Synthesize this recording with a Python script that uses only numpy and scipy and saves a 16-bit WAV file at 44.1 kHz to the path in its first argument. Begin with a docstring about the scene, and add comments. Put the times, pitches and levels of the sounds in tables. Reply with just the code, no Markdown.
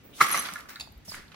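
"""A boot comes down on rubble in an empty factory hall: a loose slab knocks in its damped modes,
grit crunches in many tiny fractures and bits of glass ring. The debris settles, a tile chinks,
and the next step scuffs the floor with a swish of coat fabric, both sounds of friction.
Reflections in the hall add a dull tail; soft footfalls thud under a quiet low background."""
import sys
import numpy as np
from scipy import signal
from scipy.fft import rfft, irfft
from scipy.io import wavfile
from scipy.ndimage import uniform_filter1d

SR = 44100
rng = np.random.default_rng(int(sys.argv[2]) if len(sys.argv) > 2 else 0)


def log_audio(samples):
    """Write samples as a 16-bit WAV file to the path given in sys.argv[1]."""
    # one column per channel
    frames = np.atleast_2d(samples).T
    # limit to full scale, then quantise
    limited = np.clip(frames, -1, 1)
    pcm = np.round(limited * 32767).astype(np.int16)
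    wavfile.write(sys.argv[1], SR, pcm)


N = 59535

# likeness of left and right (frequency [Hz], correlation [-1 to 1])
COHERENCE = [(50, .95), (200, 0.6), (600, .55), (1500, 0.4), (3500, .05), (6000, -.1), (11000, -.45)]
# background air (frequency [Hz], spectral level [dB])
AIR_SPECTRUM = [(20, -17.5), (55, -2.5), (110, -3), (250, -3.5), (500, -15), (1000, -20), (2500, -18.5),
                (6000, -29), (15000, -42)]
# force of the boot on the grit (time [s], level [dB])
BOOT_FORCE = [(0, -67.5), (.12, -66.5), (.17, -63.5), (0.197, -45), (0.21, -25), (.226, -23), (0.249, -32),
              (.29, -33), (0.308, -31), (.35, -29), (.385, -30), (0.421, -39.5), (.47, -36.5), (.51, -44),
              (.6, -47.5), (.65, -64), (.9, -83.5), (1.35, -63.5)]
# crushed grit (frequency [Hz], spectral level [dB])
GRIT_SPECTRUM = [(40, -31.5), (130, -12), (220, -4), (450, -10), (880, -6), (1180, 3), (1500, -0.5),
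                 (2150, 1.5), (2800, -4), (4200, -9), (7500, -13.5), (11000, -9.5), (16000, -19)]
# rustles of the coat (time [s], rise [s], t60 [s], level [dB], centre [Hz], width [octaves])
RUSTLES = [(.02, 0.039, 0.93, -54.5, 295, 1.09), (.03, .02, 0.38, -53.5, 15400, .08),
           (.125, 0.014, 0.34, -53, 3280, 0.31), (.13, 0.065, 0.094, -44.5, 6000, 1.6),
           (.16, 0.028, .1, -55.5, 400, 1), (0.683, .015, 0.22, -47, 15130, .08),
           (1.06, .04, .2, -56, 15200, .08)]
# soft footfalls (time [s], duration [s], frequency [Hz], level [dB])
FOOTFALLS = [(.195, 0.056, 142, -46), (.515, 0.029, 188.4, -44.5), (0.789, 0.072, 67, -52),
             (.9, 0.031, 85, -46.5), (0.949, 0.057, 58, -41), (1.071, 0.046, 95, -45.5),
             (1.076, 0.0233, 180, -42.5), (1.172, 0.12, 55, -53.5)]
# knocks of loose slabs (time [s], level [dB], pitch [ratio], rise [s])
SLAB_KNOCKS = [(0.2044, -10, 0.94, 0.0036), (0.2095, -6, 1.032, 0.0012), (0.2118, -1.5, 0.99, 0.0027),
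               (.2155, -9, 1.036, 0.0012), (0.2244, -26, 1.38, 0.00066), (.236, -45, 1.2, .001),
               (0.2425, -24, 0.86, .001), (.3448, -15, .97, 0.0011), (0.3492, -20.5, 0.94, 0.0014),
               (.453, -29, 1.17, 0.0025), (0.4884, -26, 1.05, 0.00054), (0.5964, -38, 1.08, 0.00066),
               (.656, -44, 1.15, .002)]
# modes of a slab (frequency [Hz], level [dB], t60 [s])
SLAB_MODES = [(410, -28, 0.061), (1193, -4.5, 0.026), (1276, -2, .028), (1670, -9.5, 0.026),
              (2078, -6.5, 0.029), (4106, -21, .04)]
# single snaps of grit (time [s], level [dB], centre [Hz], width [octaves], t60 [s])
GRIT_SNAPS = [(.212, -26, 6030, 1.2, 0.15), (.345, -30.5, 635, 0.65, 0.06), (0.359, -29, 5000, 2.2, 0.0088),
              (.374, -36, 3500, 0.48, 0.029), (.453, -35, 3710, 0.46, 0.099),
              (0.487, -33.5, 3500, 0.42, 0.013), (.5375, -27, 8900, 1.2, 0.0052),
              (.608, -40, 4450, 0.87, .008), (.693, -37.5, 4030, 1.8, 0.017),
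              (0.703, -43, 3030, 1.5, 0.022), (.7585, -34.5, 4150, 0.16, 0.017),
              (.759, -45.5, 10980, 1.1, 0.025), (.8, -51, 780, 0.57, 0.17), (.874, -45, 700, .5, .02),
              (0.922, -51.5, 12300, .1, 0.034), (0.977, -54, 12130, 0.056, 0.031),
              (1.078, -49, 654, 0.52, 0.075), (1.12, -38, 900, 0.41, 0.013),
              (1.281, -48.5, 4000, 0.23, 0.017), (1.318, -48.5, 1870, 1.1, 0.093),
              (1.344, -42.5, 1170, 1.4, 0.03)]
# modes of loose pieces (frequency [Hz], level [dB], t60 [s], left phase lead [rad])
SPLINTER = [(9390, -1, .045, 2.0), (11335, 0, .075, -.4)]  # glass
SHARD = [(4040, -17, .18, -.5), (6113, -4, .19, -.4), (8550, 0, .07, -3.0), (9630, -6, .06, 1.6),
         (11380, -10, .06, -.3), (13980, -14, .09, 2.5)]  # glass
SLIVER = [(9405, 0, .07, 2.0), (14550, -15, .09, 2.5)]  # glass
CHIP = [(6140, -7, 0.11, -.8), (11150, 2.5, 0.068, 0.036)]  # glass
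BRICK = [(1418, -1, 0.068, 0.0009), (1705, 2, 0.039, 0.0096), (2074, -5, 0.038, 0.011),
         (3850, -14, 0.034, 0)]
TILE = [(2570, -8, .14, -2), (2655, -2.5, 0.052, -2.14), (3510, -7.5, 0.06, -1.3), (3773, -1, 0.044, -1.33),
        (4330, -2, .03, -0.22), (4570, 5, 0.024, 0.5), (4970, -7, 0.075, 0.93), (6880, 0, 0.011, 1.7)]
TWIG = [(1410, 0, 0.0048, 0), (2115, 0, .005, 0)]  # dry wood
# impacts on those pieces (time [s], piece [mode table], level [dB], tilt [dB/octave])
PIECE_IMPACTS = [(.3135, SPLINTER, -24, -12), (.325, SLIVER, -20.5, 0), (.322, SHARD, -37, -14.5),
                 (.373, SHARD, -24.5, 7), (.392, CHIP, -27, -1), (.557, BRICK, -29.5, -3),
                 (.759, BRICK, -38, 3), (.767, BRICK, -39, 3.5), (0.7984, TILE, -37, -2.5),
                 (.8083, TILE, -31.5, 7), (1.1442, TWIG, -18.5, -1.5)]
# scuffs of the sole (time [s], rise [s], t60 [s], level [dB], tilt [dB/octave])
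SOLE_SCUFFS = [(.686, 0.0035, 0.44, -45, 0.5), (0.796, 0.0025, 0.12, -40.5, 8), (1.046, .008, .25, -50, 10),
               (1.065, 0.039, 0.22, -43, 9.5), (1.105, 0.048, 0.097, -41, 4),
               (1.11, 0.066, 0.38, -45.5, -1.5)]
# scraping sole (frequency [Hz], spectral level [dB])
SCUFF_SPECTRUM = [(60, -14.5), (250, -2), (800, -7), (1700, 6), (3000, -4.5), (4500, -5.5), (8000, -11.5),
                  (12000, -16), (15500, -27)]
# squeaks of rubbing fabric (time [s], duration [s], start pitch [Hz], end pitch [Hz], level [dB])
FABRIC_SQUEAKS = [(1.078, 0.015, 5570, 5550, -42), (1.087, 0.018, 5470, 4900, -37),
                  (1.111, 0.017, 4540, 4660, -38)]
# reverberation time of the hall (frequency [Hz], t60 [s])
HALL_DECAY = [(150, 1.55), (1200, 1.0), (2500, 0.32), (5000, 0.52), (10000, 0.54), (16000, 1.13)]
# initial colour of the hall's tail (frequency [Hz], level [dB])
HALL_SPECTRUM = [(150, -1), (700, 2.5), (1200, -4), (2000, 0.5), (4000, 3.5), (9000, -10), (16000, -6.5)]

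AIR_DB = -56.5
GRAINS_PER_S, GRAIN_SPREAD_DB, GRAIN_DECAY_S = 3500, 3, 0.00058
TINKLE_DB, TINKLE_T60_S, TINKLES_PER_S = -10, .022, 220  # level relative to the grit
TINKLE_LOW_HZ, TINKLE_HIGH_HZ = 3500, 15060
CLINK_RISE_S, CLINK_PAN_DB = 0.0011, -0.2
CHATTER_DEPTH, CHATTER_HZ, CHATTER_ONSET_S = 0.3, 160, 0.004
SQUEAK_JITTER, SQUEAK_LEAD_RAD, SQUEAK_PAN_DB = 0.041, 3, -2.5
TAIL_DB, TAIL_RISE_S = -15, 0.006
EARLY_DB, EARLY_T60_S, REFLECTIONS_PER_S = -11, 0.27, 2500
DEBRIS_PAN_DB = -0.55
CEILING, CUTOFF_HZ = .95, 15950


def amp(db):
    """Amplitude ratio of a level in decibels."""
    return 10 ** (np.asarray(db) / 20)


def unit(x):
    """Normalisation to an rms of 1."""
    return x / np.sqrt(np.mean(x ** 2) + 1e-20)


def read(points, hz):
    """Interpolation of a table on a log-frequency axis."""
    table_hz, value = np.transpose(points)
    return np.interp(np.log(hz + 1), np.log(table_hz + 1), value)


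def add(mix, start, sound):
    """Superposition: a sound joins the mix at its start time in seconds."""
    part = mix[:, max(round(start * SR), 0):][:, :sound.shape[-1]]
    part += sound[..., :part.shape[1]]


def pan(db):
    """Level difference between the ears: positive values lift the left and lower the right."""
    return amp(np.array([[db], [-db]]))


def colour(pair, spectrum, tilt_db=0):
    """Spectral shaping: two independent signals take on one spectrum and partial coherence."""
    hz = np.fft.rfftfreq(N, 1 / SR)
    left, independent = rfft(pair)
    alike = np.clip(read(COHERENCE, hz), -1, 1)
    right = alike * left + np.sqrt(1 - alike ** 2) * independent
    gain = amp(read(spectrum, hz) + tilt_db * np.log2(hz + 1))
    return unit(irfft(gain * np.array([left, right]), N))


def hiss(centre_hz, octaves):
    """Band-pass noise, 6 dB down at the given number of octaves either side of the centre."""
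    hz = np.geomspace(30, 20000, 200)
    band_db = -6 * (np.log2(hz / centre_hz) / octaves) ** 2
    return colour(rng.standard_normal((2, N)), np.c_[hz, band_db])


def swell(rise, t60):
    """Envelope of linear rise and exponential decay."""
    t = np.arange(N) / SR
    return np.minimum(t / rise, 1) * amp(-60 * np.maximum(t - rise, 0) / t60)


def air():
    """Stationary noise: the background air has most of its power at low frequencies."""
    return amp(AIR_DB) * colour(rng.standard_normal((2, N)), AIR_SPECTRUM)


def grains(per_s, spread_db, shapes=12):
    """Shot noise: tiny fractures of uneven size occur at random, each a decaying burst."""
    strength = amp(spread_db * np.minimum(rng.exponential(1, N), 3.5))
    impulses = strength * (rng.random(N) < per_s / SR)
    shape, t = rng.integers(0, shapes, N), np.arange(256) / SR
    bursts = rng.standard_normal((shapes, 2, len(t))) * np.exp(-t / GRAIN_DECAY_S)
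    return sum(signal.oaconvolve((impulses * (shape == k))[None], unit(burst), axes=1)[:, :N]
               for k, burst in enumerate(bursts))


def tinkles(crumbs=24):
    """Damped oscillators: crumbs of glass, struck at random, each ring at one natural frequency."""
    out, t = np.zeros((2, N)), np.arange(SR // 16) / SR
    for position, lead_cycles in rng.random((crumbs, 2)):
        hz = TINKLE_LOW_HZ + position * (TINKLE_HIGH_HZ - TINKLE_LOW_HZ)
        phase = 2 * np.pi * (hz * t + np.array([[lead_cycles], [0]]))
        ring = amp(-60 * t / TINKLE_T60_S) * np.sin(phase)
        hits = rng.random(N) * (rng.random(N) < TINKLES_PER_S / crumbs / SR)
        out += signal.oaconvolve(hits[None], ring, axes=1)[:, :N]
    return unit(out)


def crunch():
    """Amplitude modulation: grit crumbles and glass tinkles in proportion to the boot's force."""
    force = amp(np.interp(np.arange(N) / SR, *np.transpose(BOOT_FORCE)))
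    grit = colour(grains(GRAINS_PER_S, GRAIN_SPREAD_DB), GRIT_SPECTRUM)
    return force * (grit + amp(TINKLE_DB) * tinkles())


def coat_rustles():
    """Friction noise: smooth fabric brushes past in soft bands of hiss."""
    out = np.zeros((2, N))
    for start, rise, t60, db, centre_hz, octaves in RUSTLES:
        add(out, start, amp(db) * swell(rise, t60) * hiss(centre_hz, octaves))
    return out


def footfalls():
    """Soft impact: body weight lands and drives the floor through a few low cycles."""
    out = np.zeros((2, N))
    for start, duration, hz, db in FOOTFALLS:
        t = np.arange(0, duration, 1 / SR)
        envelope = np.sin(np.pi * t / duration) ** 2
        add(out, start, amp(db) * envelope * np.sin(2 * np.pi * hz * t))
    return out


def slab_knocks():
    """Modal vibration: loose slabs rock against the floor; heavy damping keeps the hollow ring short."""
    out, t = np.zeros((2, N)), np.arange(SR // 8) / SR
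    for start, db, pitch, rise in SLAB_KNOCKS:
        ring = sum(amp(mode_db - 60 * t / t60) * np.sin(2 * np.pi * hz * pitch * t)
                   for hz, mode_db, t60 in SLAB_MODES)
        add(out, start, amp(db) * np.minimum(t / rise, 1) * ring)
    return out


def grit_snaps():
    """Brittle fracture: larger bits of grit break one by one, each in a decaying band of noise."""
    out, t = np.zeros((2, N)), np.arange(N) / SR
    for start, db, centre_hz, octaves, t60 in GRIT_SNAPS:
        add(out, start, amp(db - 60 * t / t60) * hiss(centre_hz, octaves))
    return out


def clinks():
    """Free vibration: tipped pieces ring and chatter; a harder contact favours the upper modes."""
    out, t = np.zeros((2, N)), np.arange(SR // 4) / SR
    lowpass = signal.butter(2, CHATTER_HZ, fs=SR)
    depth = CHATTER_DEPTH * np.minimum(t / CHATTER_ONSET_S, 1)
    attack = np.minimum(t / CLINK_RISE_S, 1)
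    for start, modes, db, tilt_db in PIECE_IMPACTS:
        mean_hz = np.mean([mode[0] for mode in modes])
        for hz, mode_db, t60, lead in modes:
            chatter = 1 + depth * unit(signal.lfilter(*lowpass, rng.standard_normal(len(t))))
            decay = amp(db + mode_db + tilt_db * np.log2(hz / mean_hz) - 60 * t / t60)
            tone = np.sin(2 * np.pi * hz * t + np.array([[lead], [0]]))
            add(out, start, attack * decay * chatter * tone)
    return out * pan(CLINK_PAN_DB)


def sole_scuffs():
    """Sliding friction: the sole drags over fine dust in dense grains that swell and fade."""
    out = np.zeros((2, N))
    for start, rise, t60, db, tilt_db in SOLE_SCUFFS:
        scrape = colour(grains(per_s=12000, spread_db=4.0), SCUFF_SPECTRUM, tilt_db)
        add(out, start, amp(db) * swell(rise, t60) * scrape)
    return out


def fabric_squeaks():
    """Periodic friction: ribbed fabric slides on itself with a rough gliding whistle."""
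    out = np.zeros((2, N))
    for start, duration, from_hz, to_hz, db in FABRIC_SQUEAKS:
        progress = np.arange(0, 1, 1 / (duration * SR))
        waver = unit(uniform_filter1d(rng.standard_normal(N), 20))[:len(progress)]
        hz = (from_hz + (to_hz - from_hz) * progress) * (1 + SQUEAK_JITTER * waver)
        phase = 2 * np.pi * np.cumsum(hz) / SR + np.array([[SQUEAK_LEAD_RAD], [0]])
        add(out, start, amp(db) * np.sin(np.pi * progress) * np.sin(phase))
    return out * pan(SQUEAK_PAN_DB)


def hall(direct):
    """Reverberation: early reflections from floor and pillars, then a long, dull diffuse tail."""
    hz, frame_s, noise = signal.stft(rng.standard_normal((2, SR)), SR, nperseg=256)
    decay = amp(read(HALL_SPECTRUM, hz)[:, None] - 60 * frame_s / read(HALL_DECAY, hz)[:, None])
    tail = signal.istft(noise * decay, SR, nperseg=256)[1][:, :SR]
    t = np.arange(SR) / SR
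    tail *= np.minimum(t / TAIL_RISE_S, 1) ** 2
    early = rng.standard_normal((2, SR)) * (rng.random((2, SR)) < REFLECTIONS_PER_S / SR)
    early *= (t > .003) * amp(-60 * t / EARLY_T60_S)
    response = sum(amp(db) * part / np.linalg.norm(part, axis=1, keepdims=True)
                   for db, part in [(TAIL_DB, tail), (EARLY_DB, early)])
    return signal.fftconvolve(direct, response, axes=1)[:, :N]


def scene():
    """Superposition: debris and coat reverberate in the hall, over dry footfalls and still air."""
    direct = slab_knocks() + clinks() + grit_snaps() + crunch() + sole_scuffs()
    direct += fabric_squeaks() + coat_rustles()
    return (direct + hall(direct)) * pan(DEBRIS_PAN_DB) + footfalls() + air()


def record(dry):
    """Soft saturation rounds off the highest peak; a low-pass filter then limits the band."""
    rounded = dry / (1 + (dry / CEILING) ** 8) ** (1 / 8)
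    lowpass = signal.firwin(511, CUTOFF_HZ, window=("kaiser", 9), fs=SR)
    return signal.oaconvolve(rounded, lowpass[None], "same")


dry = scene()
out = record(dry)
log_audio(out)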